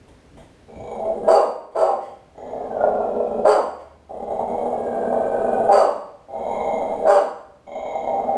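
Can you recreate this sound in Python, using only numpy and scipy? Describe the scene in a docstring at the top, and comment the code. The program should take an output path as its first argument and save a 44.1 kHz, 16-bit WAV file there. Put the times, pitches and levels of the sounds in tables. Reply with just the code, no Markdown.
"""A small dog growls at its reflection in an oven door, in a hard-walled kitchen over a steady hush of rumble and hiss.
Faint grunts and dull bumps of the hand on the camera are heard before and during the first growl and barks. Five growls
are noisy vocal-fold slaps through moving mouth resonances, with single hard flaps standing out. The first breaks into
two barks, the next three into one each, with yelps and squeaks; a sniff follows two barks, a low hum swells near 4 s,
and the last growl ends unbarked. Echoes ring on; a hand-held camera hears it almost in mono and turns down when loud."""
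import sys
import numpy as np
from scipy import signal
from scipy.fft import rfft, irfft
from scipy.io import wavfile
from scipy.ndimage import uniform_filter1d, minimum_filter1d, map_coordinates

SR = 44100
rng = np.random.default_rng(int(sys.argv[2]) if len(sys.argv) > 2 else 0)


def wav_record(signal):
    """Record a signal, one row per channel, as 16-bit PCM in the file named by sys.argv[1]."""
    frames = np.transpose(np.atleast_2d(signal))
    bounded = np.clip(frames, -1, 1)
    # unit amplitude maps onto the largest positive 16-bit level
    quanta = np.round(bounded * 32767).astype(np.int16)
    wavfile.write(sys.argv[1], SR, quanta)


N = 369116
TIME = np.arange(N) / SR  # seconds


def amp(db):
    """Turn decibels into a gain."""
    return 10 ** (np.asarray(db) / 20)


def unit(x):
    """Scale x to an average (rms) strength of 1."""
    return x / np.sqrt(np.mean(x ** 2) + 1e-20)


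def along(points, hz):
    """Read (Hz, value) points at any frequency, on a log axis."""
    f, v = np.transpose(points)
    return np.interp(np.log(hz + 1), np.log(f), v)


def curves(rows, t):
    """Read each column after the first at the times t."""
    s, *cols = np.transpose(rows)
    return [np.interp(t, s, c) for c in cols]


def bell(t, centre, width):
    """A smooth swell: 1 at its centre, down to 37 % one width away."""
    return np.exp(-((t - centre) / width) ** 2)


def wobble(t, rate):
    """A smooth random curve with `rate` random points a second."""
    knots = (t - t[0]) * rate
    return map_coordinates(rng.standard_normal(int(knots[-1]) + 4), [knots])


def ring(x, response):
    """Let x set off an impulse response of energy 1."""
    return signal.fftconvolve(x, response / np.linalg.norm(response))[:len(x)]


def colour(x, points, size=8192):
    """Shape x by a (Hz, dB) spectrum without any sound ahead of its cause."""
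    log_gain = np.log(amp(along(points, np.fft.rfftfreq(size, 1 / SR))))
    # folding the cepstrum onto positive times gives the minimum-phase filter
    cepstrum = irfft(log_gain)
    cepstrum[1:size // 2] *= 2
    cepstrum[size // 2 + 1:] = 0
    return ring(x, irfft(np.exp(rfft(cepstrum))))


def resonate(x, modes, size=2048):
    """Fixed (Hz, width in Hz, dB) resonances, each of second order for dark valleys."""
    t = np.arange(size) / SR
    response = np.zeros(size)
    for hz, width_hz, db in modes:
        swell_and_fade = t * np.exp(-np.pi * width_hz * t * 1.5)
        response += amp(db) * width_hz ** 2 * swell_and_fade * np.sin(2 * np.pi * hz * t)
    return ring(x, response)


def glide(x, centre_hz, width_hz, size=2048):
    """One steep resonance with a moving centre; width_hz sets how fast its ringing fades."""
    t = np.arange(size) / SR
    # shift the moving centre down to 0 Hz, filter there, shift back
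    turn = np.exp(2j * np.pi * np.cumsum(centre_hz) / SR)
    return np.sqrt(2) * np.real(turn * ring(x / turn, t * np.exp(-np.pi * width_hz * t)))


def span(start, length, attack, release):
    """Sample numbers of one call, its age in seconds, and a gate that opens at its start and closes after its end."""
    first = max(round(start * SR), 0)
    last = min(round((start + length + .12) * SR), N)
    at = np.arange(first, last)
    age = (at - at[0] + 1) / SR
    opening = 1 - np.exp(-age / attack)
    closing = np.exp(-np.maximum(age - length, 0) / release)
    return at, age, opening * closing


def puffs(rows, spectrum, attack):
    """Short bursts of coloured noise; each row: start in seconds, level in dB, seconds to fall by 60 dB."""
    shape = np.zeros(N)
    for s, db, t60 in rows:
        age = np.maximum(TIME - s, 0)
        shape += amp(db - 60 * age / t60) * (1 - np.exp(-age / attack))
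    return shape * colour(rng.standard_normal(N), spectrum)


def notes(rows, sag_hz_per_s, waver, waver_rate):
    """Brief, nearly pure notes that swell, sag in pitch and die."""
    out = np.zeros(N)
    for s, width, hz, db in rows:
        at = np.flatnonzero(np.abs(TIME - s) < 3 * width)
        t = TIME[at]
        pitch = (hz - sag_hz_per_s * (t - s)) * (1 + waver * wobble(t, waver_rate))
        turns = np.cumsum(pitch) / SR + rng.random()
        out[at] += amp(db) * bell(t, s, width) * np.sin(2 * np.pi * turns)
    return out


def background():
    """Steady noise for the rumble and hiss of the home, with a low sine hum that swells and fades once."""
    # Each row: frequency in Hz, relative level in dB per Hz.
    home = [(12, -36.5), (20, -20.5), (55, 3), (211, -3.5), (270, -0.5), (363, -6), (464, -5), (964, -16.5),
            (1660, -18.5), (3540, -25.5), (6090, -30), (9910, -35), (13000, -53.5)]
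    hush = amp(-50.5) * unit(colour(rng.standard_normal(N), home))
    hum = np.sqrt(2) * np.sin(2 * np.pi * 74.4 * TIME)
    return hush + amp(-50) * bell(TIME, centre=3.95, width=0.61) * hum


def bumps():
    """Dull thumps of the hand on the camera, from low noise."""
    # Each row: start in seconds, level in dB, seconds to fall by 60 dB.
    bump_times = [(0.33, -45, 0.67), (0.76, -40, 1), (1.2, -37, 0.18)]
    # Colour of a bump. Each row: frequency in Hz, level in dB.
    bump_colour = [(25, -33.5), (70, -5), (130, -11.5), (300, -12), (900, -85)]
    return puffs(bump_times, bump_colour, attack=0.0039)


def kitchen(x, first_wall=0.0036, early_db=4, early_time=0.11, count=14):
    """Dense fading echoes, strongest from the near cabinets; their fine pattern drifts slowly."""
    # How long the echoes last. Each row: frequency in Hz, seconds to fall by 60 dB.
    echo_times = [(200, 0.63), (530, 0.57), (1400, 0.64), (3700, 0.64), (9700, 0.56)]
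    out = np.zeros(N)
    for k in range(count):
        # noise in which each frequency fades at its own speed
        hz, t, z = signal.stft(rng.standard_normal(SR * 3 // 4), SR, nperseg=256)
        fade = amp(-60 * t / along(echo_times, hz)[:, None])
        tail = signal.istft(z * fade, SR, nperseg=256)[1]
        age = np.arange(len(tail)) / SR
        tail *= (age > first_wall) * amp(early_db * np.exp(-age / early_time))
        # each random echo pattern fades into the next
        share = np.maximum(1 - np.abs(np.linspace(0, count - 1, N) - k), 0)
        at = np.flatnonzero(share)
        wet = signal.fftconvolve(x[at] * np.sqrt(share[at]), tail / np.linalg.norm(tail))[:N - at[0]]
        out[at[0]:at[0] + len(wet)] += wet
    return out


def standing_waves(x):
    """Parallel cabinet fronts strengthen a few tones and let them ring on."""
    # Each row: frequency in Hz, width in Hz, lift in dB.
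    held_tones = [(410.4, 19, 4.5), (482, 18, 4), (579, 16, 4), (653, 22, 4), (792, 16, 4.5), (925, 24, 6),
                  (1050, 26, 4)]
    out = x.copy()
    for hz, width_hz, lift_db in held_tones:
        out += (amp(lift_db) - 1) * signal.lfilter(*signal.iirpeak(hz, hz / width_hz, SR), x)
    return out


def grunts():
    """Faint bursts of throaty noise before the first growl and the second bark."""
    # Each row: start in seconds, level in dB, seconds to fall by 60 dB.
    grunt_times = [(0.078, -39.5, 0.094), (0.368, -40, 0.28), (1.705, -44, 0.6)]
    # Colour of a grunt. Each row: frequency in Hz, level in dB.
    grunt_colour = [(150, 9), (450, 0.5), (650, 5.5), (900, 1), (1400, -16.5), (2150, -4), (2700, -22),
                    (3300, -8), (4500, -30), (9000, -17.5), (13000, -39)]
    return puffs(grunt_times, grunt_colour, attack=0.0051)


def sniffs():
    """The dog snatches air after a bark: a soft burst of hissing noise."""
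    # Each row: start in seconds, level in dB, seconds to fall by 60 dB.
    sniff_times = [(2.0, -39.5, 0.32), (3.78, -40.5, 0.2)]
    # Colour of a sniff. Each row: frequency in Hz, level in dB.
    sniff_colour = [(500, -8), (1500, -10), (2000, 3), (2600, -9.5), (3200, -2), (4000, -23), (4700, -6),
                    (5600, -18.5), (8000, -13.5), (12000, -30)]
    return puffs(sniff_times, sniff_colour, attack=0.029)


def yelps():
    """Surges in which a bark breaks into a clear, sagging tone."""
    # Each row: centre in seconds, half-length in seconds, pitch at the centre in Hz before waver, level in dB.
    yelp_notes = [ (1.309, .014, 603.6, 0), (1.343, .009, 624.4, 4.5), (1.373, .009, 573.7, 2),
                  (1.828, .016, 641, -3.5), (1.893, .016, 784, -5.5), (3.469, .011, 608, -1.5),
                  (3.525, .014, 594, -5), (3.565, .009, 571, -7.5), (5.706, .014, 793.7, -3.5),
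                  (5.757, .016, 578.8, -0.5), (5.82, .014, 648, -1.5), (7.071, .013, 650.5, -8.5),
                  (7.097, .009, 603.5, 0.5), (7.168, .018, 580, -2), ]
    return notes(yelp_notes, sag_hz_per_s=750, waver=0.02, waver_rate=224.6)


def squeaks():
    """Thin whistling tones at the height of a bark."""
    # Each row: centre in seconds, half-length in seconds, pitch at the centre in Hz before waver, level in dB.
    squeak_notes = [ (1.307, .008, 4620, -25), (1.36, .008, 4650, -15), (1.79, 0.013, 4800, -44),
                    (3.5, .008, 4550, -26), (3.53, 0.012, 4660, -20), (5.745, 0.012, 4660, -25),
                    (5.787, 0.0082, 4667, -23), ]
    return notes(squeak_notes, sag_hz_per_s=1660, waver=0.014, waver_rate=990)


def folds(rate, jitter, scatter_db, limp_db, puff):
    """Uneven vocal-fold slaps, alternating strong and weak by limp_db, and the puff of air after each; both rms 1."""
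    cycles = np.cumsum(rate) / SR
    chance = rng.standard_normal((int(cycles[-1] * 2) + 2, 2))
    gaps = np.exp(jitter * chance[:, 0] - jitter ** 2 / 2)
    at = np.searchsorted(cycles, np.cumsum(gaps) - gaps[0]) + SR // 1000
    sizes = amp(scatter_db * chance[:, 1] + limp_db * (-1) ** np.arange(len(at)))
    keep = at < len(rate)
    slaps = np.bincount(at[keep], sizes[keep], len(rate)) / np.sqrt(rate)
    # each slap lets out air that dies away over `puff` seconds
    flow = np.sqrt(signal.lfilter([1], [1, -np.exp(-1 / (puff * SR))], slaps ** 2))
    return unit(slaps), unit(flow * rng.standard_normal(len(rate)))


def hoarse(slaps, puffs_of_air, air, window):
    """Slaps mixed with a share of air; held lung pressure evens out the slow swells."""
    x = np.sqrt(1 - air) * slaps + np.sqrt(air) * puffs_of_air
    power = np.abs(uniform_filter1d(x ** 2, int(window * SR)))
    return x / np.sqrt(power + 0.098)


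def hard_flaps(t, puff_db=-16, puff_s=0.0059, pause_s=0.0094):
    """The folds stick for a moment, then burst open: how freely they rattle, and the bursts."""
    # Single flaps that stand out of a growl. Each row: time in seconds, level in dB.
    flap_times = [ (0.757, -14), (0.799, -16.5), (0.836, -14.5), (0.874, -9), (0.913, -6), (0.95, -6),
                  (0.995, -7), (1.052, 0.5), (1.233, -5), (2.348, -9), (2.378, -8.5), (2.702, -10.5),
                  (2.806, 0.5), (3.202, 0.5), (3.267, -1), (4.094, -9), (4.171, -3), (4.305, 1), (4.393, 2),
                  (4.58, 3), (4.657, 1.5), (4.702, 2), (5.127, 4.5), (6.285, -15), (6.305, -12),
                  (6.708, -1.5), (7.671, -12.5), (7.752, 0), (7.828, -4), (7.855, 0), (7.953, -1),
                  (8.039, -2), (8.074, 0), (8.13, -2), ]
    free, bursts = np.ones(len(t)), np.zeros(len(t))
    for s, db in flap_times:
        if t[0] <= s < t[-1]:
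            first = np.searchsorted(t, s)
            fade = np.exp(-(t[first:] - s) / puff_s)
            burst = amp(puff_db) * fade * rng.standard_normal(len(t) - first)
            burst[0] = 1  # the click of the flap itself
            bursts[first:] += amp(db) * burst
            free *= 1 - .8 * bell(t, s - pause_s, pause_s)
    return free, bursts


def growls():
    """A dense, uneven rattle broken by single hard flaps, through chest, throat, mouth and lips."""
    # Each row: start in seconds, length in seconds, level at the start in dB, level at the end in dB, softness of the
    # onset in dB, chest tone in dB, muzzle overtones in dB (both against the level), mean rattle rate in Hz.
    growl_rows = [ (0.679, 0.67, -46.5, -24, -1.5, 0, -24, 90),
                  (2.348, 1.05, -30.5, -23, 10.5, -3.5, -35.5, 74.97),
                  (4.092, 1.684, -26.5, -18, 4, -6, -29, 72.06),
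                  (6.285, 0.87, -22.5, -22, 6, -9, -30, 84.95),
                  (7.666, 0.83, -29, -20.5, 2, -8.5, -37.5, 71.69), ]
    # The lips curl once in each growl. Each row: seconds after its start, half-length in seconds, snarl in dB against
    # the level, lip resonance in Hz, its glide in Hz per second, bared-teeth overtones in dB against the snarl.
    lip_curls = [ (0.11, 0.26, -18, 2330, -450, -4.5), (0.077, 0.15, -25, 1930, 898, -6),
                 (0.34, 0.37, -31.5, 2010, 297, -7), (0.33, 0.4, -23.5, 2139, -18, -7.5),
                 (0.085, 0.48, -17.5, 2172, -120, -8.5), ]
    # The tongue drops and frees the mouth. Each row: seconds after the start, time of the drop in seconds, mouth
    # resonance it sinks to in Hz, mouth in dB against the level before, and after.
    tongue_drops = [(0.52, .055, 1600, -51, -19), (0.36, 0.05, 1406, -29.5, -26),
                    (0.7, 0.037, 1595, -45.5, -23.5), (0.74, .055, 1500, -42, -21),
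                    (.72, .055, 1600, -45, -24)]
    # Brief surges and slackenings of the throat. Each row: centre in seconds, half-length in seconds, change in dB.
    throat_surges = [ (0.94, 0.11, 7), (1.09, 0.035, 8), (2.83, 0.042, 8), (2.91, 0.19, 6),
                     (3.381, 0.08, -2), (4.42, 0.04, 3), (4.735, 0.027, 3.5), (4.849, 0.057, -2.5),
                     (6.741, 0.137, -1.5), (6.987, 0.032, -10.5), (8.03, 0.044, -5), (8.3, 0.1, 1), ]
    # Throat with the mouth nearly shut. Each row: frequency in Hz, level in dB.
    throat = [(250, -28.5), (380, -16), (470, -6), (530, -3.5), (580, 1), (650, 1.5), (715, -3), (795, -1),
              (880, -16), (1200, -29), (2600, -65), (6000, -65), (12000, -86)]
    # The deep part of the growl. Each row: frequency in Hz, level in dB.
    deep = [(60, -24.5), (150, -24.5), (190, -10.5), (225, 0), (300, -11), (345, -8), (405, -2), (480, 8),
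            (560, -5.5), (800, -28), (2000, -77)]
    # Thin overtones of every growl. Each row: frequency in Hz, width in Hz, level in dB.
    muzzle = [(2790, 840, -4.5), (7030, 200, -2)]
    # Overtones that bared teeth add. Each row: frequency in Hz, width in Hz, level in dB.
    teeth = [(3197, 190, -1), (3800, 140, -1.1), (6760, 170, -1.3)]
    # Air between the lips. Each row: frequency with slack lips in Hz, width setting in Hz, dB against the muzzle.
    lip_air = [(7720, 260, -18.5), (9020, 310, -14.5)]
    relaxed_db, lips_top_hz = -41.5, 2470  # snarl with slack lips; cap on the lip resonance before its tremble
    lift_per_db = 0.0034  # share by which the lip air rises per dB of snarl
    shut_hz, sink_hz_per_s = 1710, 120  # mouth resonance before the tongue drops; its slow fall afterwards
    out = np.zeros(N)
    for growl, curl, tongue in zip(growl_rows, lip_curls, tongue_drops):
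        start, length, first_db, last_db, onset_db, chest_db, muzzle_db, rattle_hz = growl
        drop_s, drop_time, open_hz, shut_db, open_db = tongue
        curl_s, curl_width, curl_db, lips_hz, lips_glide, teeth_db = curl
        at, age, gate = span(start, length, attack=0.00096, release=0.011)
        t = TIME[at]
        db = np.interp(age, [0, length], [first_db, last_db]) - onset_db * np.exp(-age / 0.099)
        surge_db = sum(lift_db * bell(t, s, width) for s, width, lift_db in throat_surges)
        snarl_db = relaxed_db + (curl_db - relaxed_db) * bell(age, curl_s, curl_width)
        dropped = .5 + .5 * np.tanh((age - drop_s) / (2 * drop_time))

        rate = rattle_hz * np.exp(.2 * wobble(t, rate=14))
        source = folds(rate, jitter=.4, scatter_db=3, limp_db=0, puff=.005)
        free, bursts = hard_flaps(t)
        pressure = amp(db) * gate * free
        rattle = hoarse(*source, air=.3, window=.06) * pressure
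        hiss = hoarse(*source, air=.65, window=.06) * pressure + amp(-2) * bursts
        push = rattle * amp(surge_db) + bursts
        snarl = hiss * amp(snarl_db)
        mouth = hiss * amp(surge_db + shut_db + (open_db - shut_db) * dropped)
        overtones = hiss * amp(muzzle_db)

        tremble = 1 + 0.006 * wobble(t, rate=12)
        sink_hz = sink_hz_per_s * np.maximum(age - drop_s, 0)
        mouth_hz = shut_hz + (open_hz - shut_hz) * dropped - sink_hz
        curled_hz = np.minimum(lips_hz + lips_glide * age, lips_top_hz)
        lowest_hz = np.interp(snarl_db, [-42, -23], [780, 1010])  # baring the teeth lifts the lowest resonance

        out[at] += amp(-1.5) * colour(push, throat)
        out[at] += amp(1.0) * colour((rattle + bursts / 2) * amp(chest_db), deep)
        out[at] += amp(-17.5) * glide(push, lowest_hz * tremble, width_hz=142)
        out[at] += amp(-16) * resonate(overtones, muzzle)
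        out[at] += amp(teeth_db) * resonate(snarl, teeth)
        out[at] += amp(-0.5) * glide(snarl, curled_hz * tremble, width_hz=135)
        out[at] += glide(mouth, mouth_hz * tremble, width_hz=95)
        out[at] += amp(-7) * glide(mouth, .88 * mouth_hz, width_hz=380)
        for hz, width_hz, air_db in lip_air:
            lifted_hz = hz * (1 + lift_per_db * (snarl_db - relaxed_db)) * tremble
            out[at] += glide(overtones * amp(air_db), lifted_hz, width_hz)
    return out


def barks():
    """Hard-driven folds that double their period; the jaw opens a moment after the voice starts, then shuts."""
    # Each row: start in seconds, length in seconds, level in dB, open jaw in dB, rasp in dB (both against the level),
    # lag of the jaw in seconds, factor on the mouth resonances.
    bark_rows = [ (1.267, 0.168, 1, -8, -30.5, 0.015, 0.949),
                 (1.741, 0.17, -6.5, -8.5, -32.5, 0.0054, 0.97), (3.44, 0.15, -0.5, -6, -29, 0.019, 1.03),
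                 (5.682, .19, -3.5, -6, -28, 0.03, 0.976), (7.051, 0.17, -4.5, -4.5, -26, 0.027, 1.09), ]
    # Pitch through a bark. Each row: share of its length, slap rate in Hz before its random waver.
    bark_pitch = [(0, 261.2), (.2, 405.7), (.55, 400), (.85, 348), (1.1, 266), (1.4, 187)]
    # Two sinking mouth resonances. Each row: share of the length, vowel in Hz, upper in Hz, before the bark's factor.
    bark_vowel = [(0, 1436, 3240), (.25, 1315, 3190), (.5, 1286, 2940), (.8, 1161, 2830), (1, 960, 2810)]
    # Chest tone. Each row: frequency in Hz, level in dB.
    chest = [(100, -35), (220, -23.5), (320, -12), (400, -13), (480, 5), (580, 5.5), (650, 1), (720, -1.5),
             (800, -5.5), (900, -12), (1300, -20), (3000, -66.5)]
    # Open jaw. Each row: frequency in Hz, level in dB.
    jaw_colour = [(600, -32.5), (900, 6), (1050, 14), (1300, 1), (1550, -8.5), (1800, -14.5), (2300, -18.5),
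                  (3300, -28.5), (4200, -26.5), (7000, -60.5)]
    # Rasp. Each row: frequency in Hz, level in dB.
    rasp_colour = [(1500, -47), (2400, -4), (3600, -20), (4200, -18.5), (4540, 14), (4800, 14),
                   (5300, -4.5), (6300, 3), (6800, 1), (7700, 9.5), (9000, 5.5), (10000, -17), (11200, -3),
                   (13000, -39)]
    # Narrow tones that sing out about two thirds through. Each row: frequency in Hz, width in Hz, level in dB.
    closing_ring = [(2810, 90, 6), (6295, 250, -5)]
    sag_db, grain_db = 13.5, 8  # pressure lost over a bark; fall within each shake of the rattle
    jaw_widest, jaw_closing_db, rasp_closing_db = 0.11, 1, 14.5  # share of the length; loss of each by its end
    out = np.zeros(N)
    for start, length, level_db, jaw_db, rasp_db, jaw_lag, mouth_scale in bark_rows:
        at, age, gate = span(start, length, attack=0.018, release=0.02)
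        gate = gate * (1 - np.exp(-age / 0.014))  # soft first moment
        progress = age / length
        db = level_db - sag_db * np.minimum(progress, 1)
        closed = ((progress - jaw_widest) / (1 - jaw_widest)) ** 2
        opening = .5 + .5 * np.tanh((age - jaw_lag) / 0.029)
        rate, = curves(bark_pitch, progress)
        vowel_hz, upper_hz = mouth_scale * np.array(curves(bark_vowel, progress))

        wavering_rate = rate * np.exp(.05 * wobble(age, rate=45))
        source = folds(wavering_rate, jitter=.035, scatter_db=2.5, limp_db=3, puff=.001)
        # a growl-like rattle, near 95 Hz, goes on shaking the bark
        shakes = np.cumsum(94.8 * np.exp(.3 * wobble(age, rate=60))) / SR
        grain = unit(amp(-grain_db * (shakes % 1)))
        pressure = amp(db) * gate
        voice = hoarse(*source, air=.07, window=.04) * pressure
        air = hoarse(*source, air=.7, window=.04) * pressure * grain
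        jaw = voice * opening * amp(jaw_db - jaw_closing_db * closed) * grain
        rasp = air * opening ** 2 * amp(rasp_db - rasp_closing_db * closed)

        out[at] += amp(3.5) * colour(voice, chest)
        out[at] += amp(1.5) * colour(jaw, jaw_colour)
        out[at] += amp(-4.5) * glide(jaw, vowel_hz, width_hz=165)
        out[at] += amp(7.5) * colour(rasp, rasp_colour)
        out[at] += amp(-1.0) * glide(rasp, upper_hz, width_hz=160)
        out[at] += amp(5) * resonate(rasp * bell(progress, centre=.66, width=.25), closing_ring)
        # the folds slacken after the jaw shuts: a soft falling note
        trail = bell(progress, centre=1.2, width=0.23)
        out[at] += amp(-17.5 + db) * trail * np.sin(2 * np.pi * np.cumsum(rate) / SR)
    return out


def gain_control(x):
    """Loud sound turns the gain down; it stays down for a moment, then creeps back up."""
    loudest_db, hold_s, recovery_db_per_s = -11, 0.2, 12
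    power = np.abs(uniform_filter1d(np.mean(x ** 2, axis=0), SR // 33))
    needed_db = np.minimum(loudest_db - 10 * np.log10(power + 1e-12), 0)
    half = int(hold_s * SR / 2)
    # the shifted window looks back over the hold time
    held_db = minimum_filter1d(needed_db, 2 * half + 1, origin=half, mode="nearest")
    climb_db = recovery_db_per_s * TIME
    return x * amp(np.minimum.accumulate(held_db - climb_db) + climb_db)


def scene():
    """Dog and echoes are mostly in the middle; the two microphone ports differ mainly above 950 Hz."""
    near = growls() + barks() + grunts() + sniffs()
    tones = yelps() + squeaks()
    wet = kitchen(near + amp(-7.0) * tones)
    dog = standing_waves(amp(-3.0) * (near + tones) + amp(-0.5) * wet)
    mid = dog + background() + bumps()
    spread = amp(-23) * kitchen(near, count=6) - amp(-25) * dog
    side = signal.sosfiltfilt(signal.butter(2, 950, "high", fs=SR, output="sos"), spread)
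    return np.array([mid + side, mid - side])


def record(dry):
    """The camera rides its gain, limits the highest peaks and keeps next to nothing above its band limit."""
    ridden = gain_control(dry)
    needed = np.minimum(1, .92 / (np.abs(ridden).max(axis=0) + 1e-9))
    hold = SR // 60  # samples
    gain = uniform_filter1d(minimum_filter1d(needed, hold), hold)
    band_limit = signal.ellip(10, .1, 90, 13280, fs=SR, output="sos")  # low-pass at 13280 Hz
    return signal.sosfilt(band_limit, ridden * gain)


dry = scene()
out = record(dry)
wav_record(out)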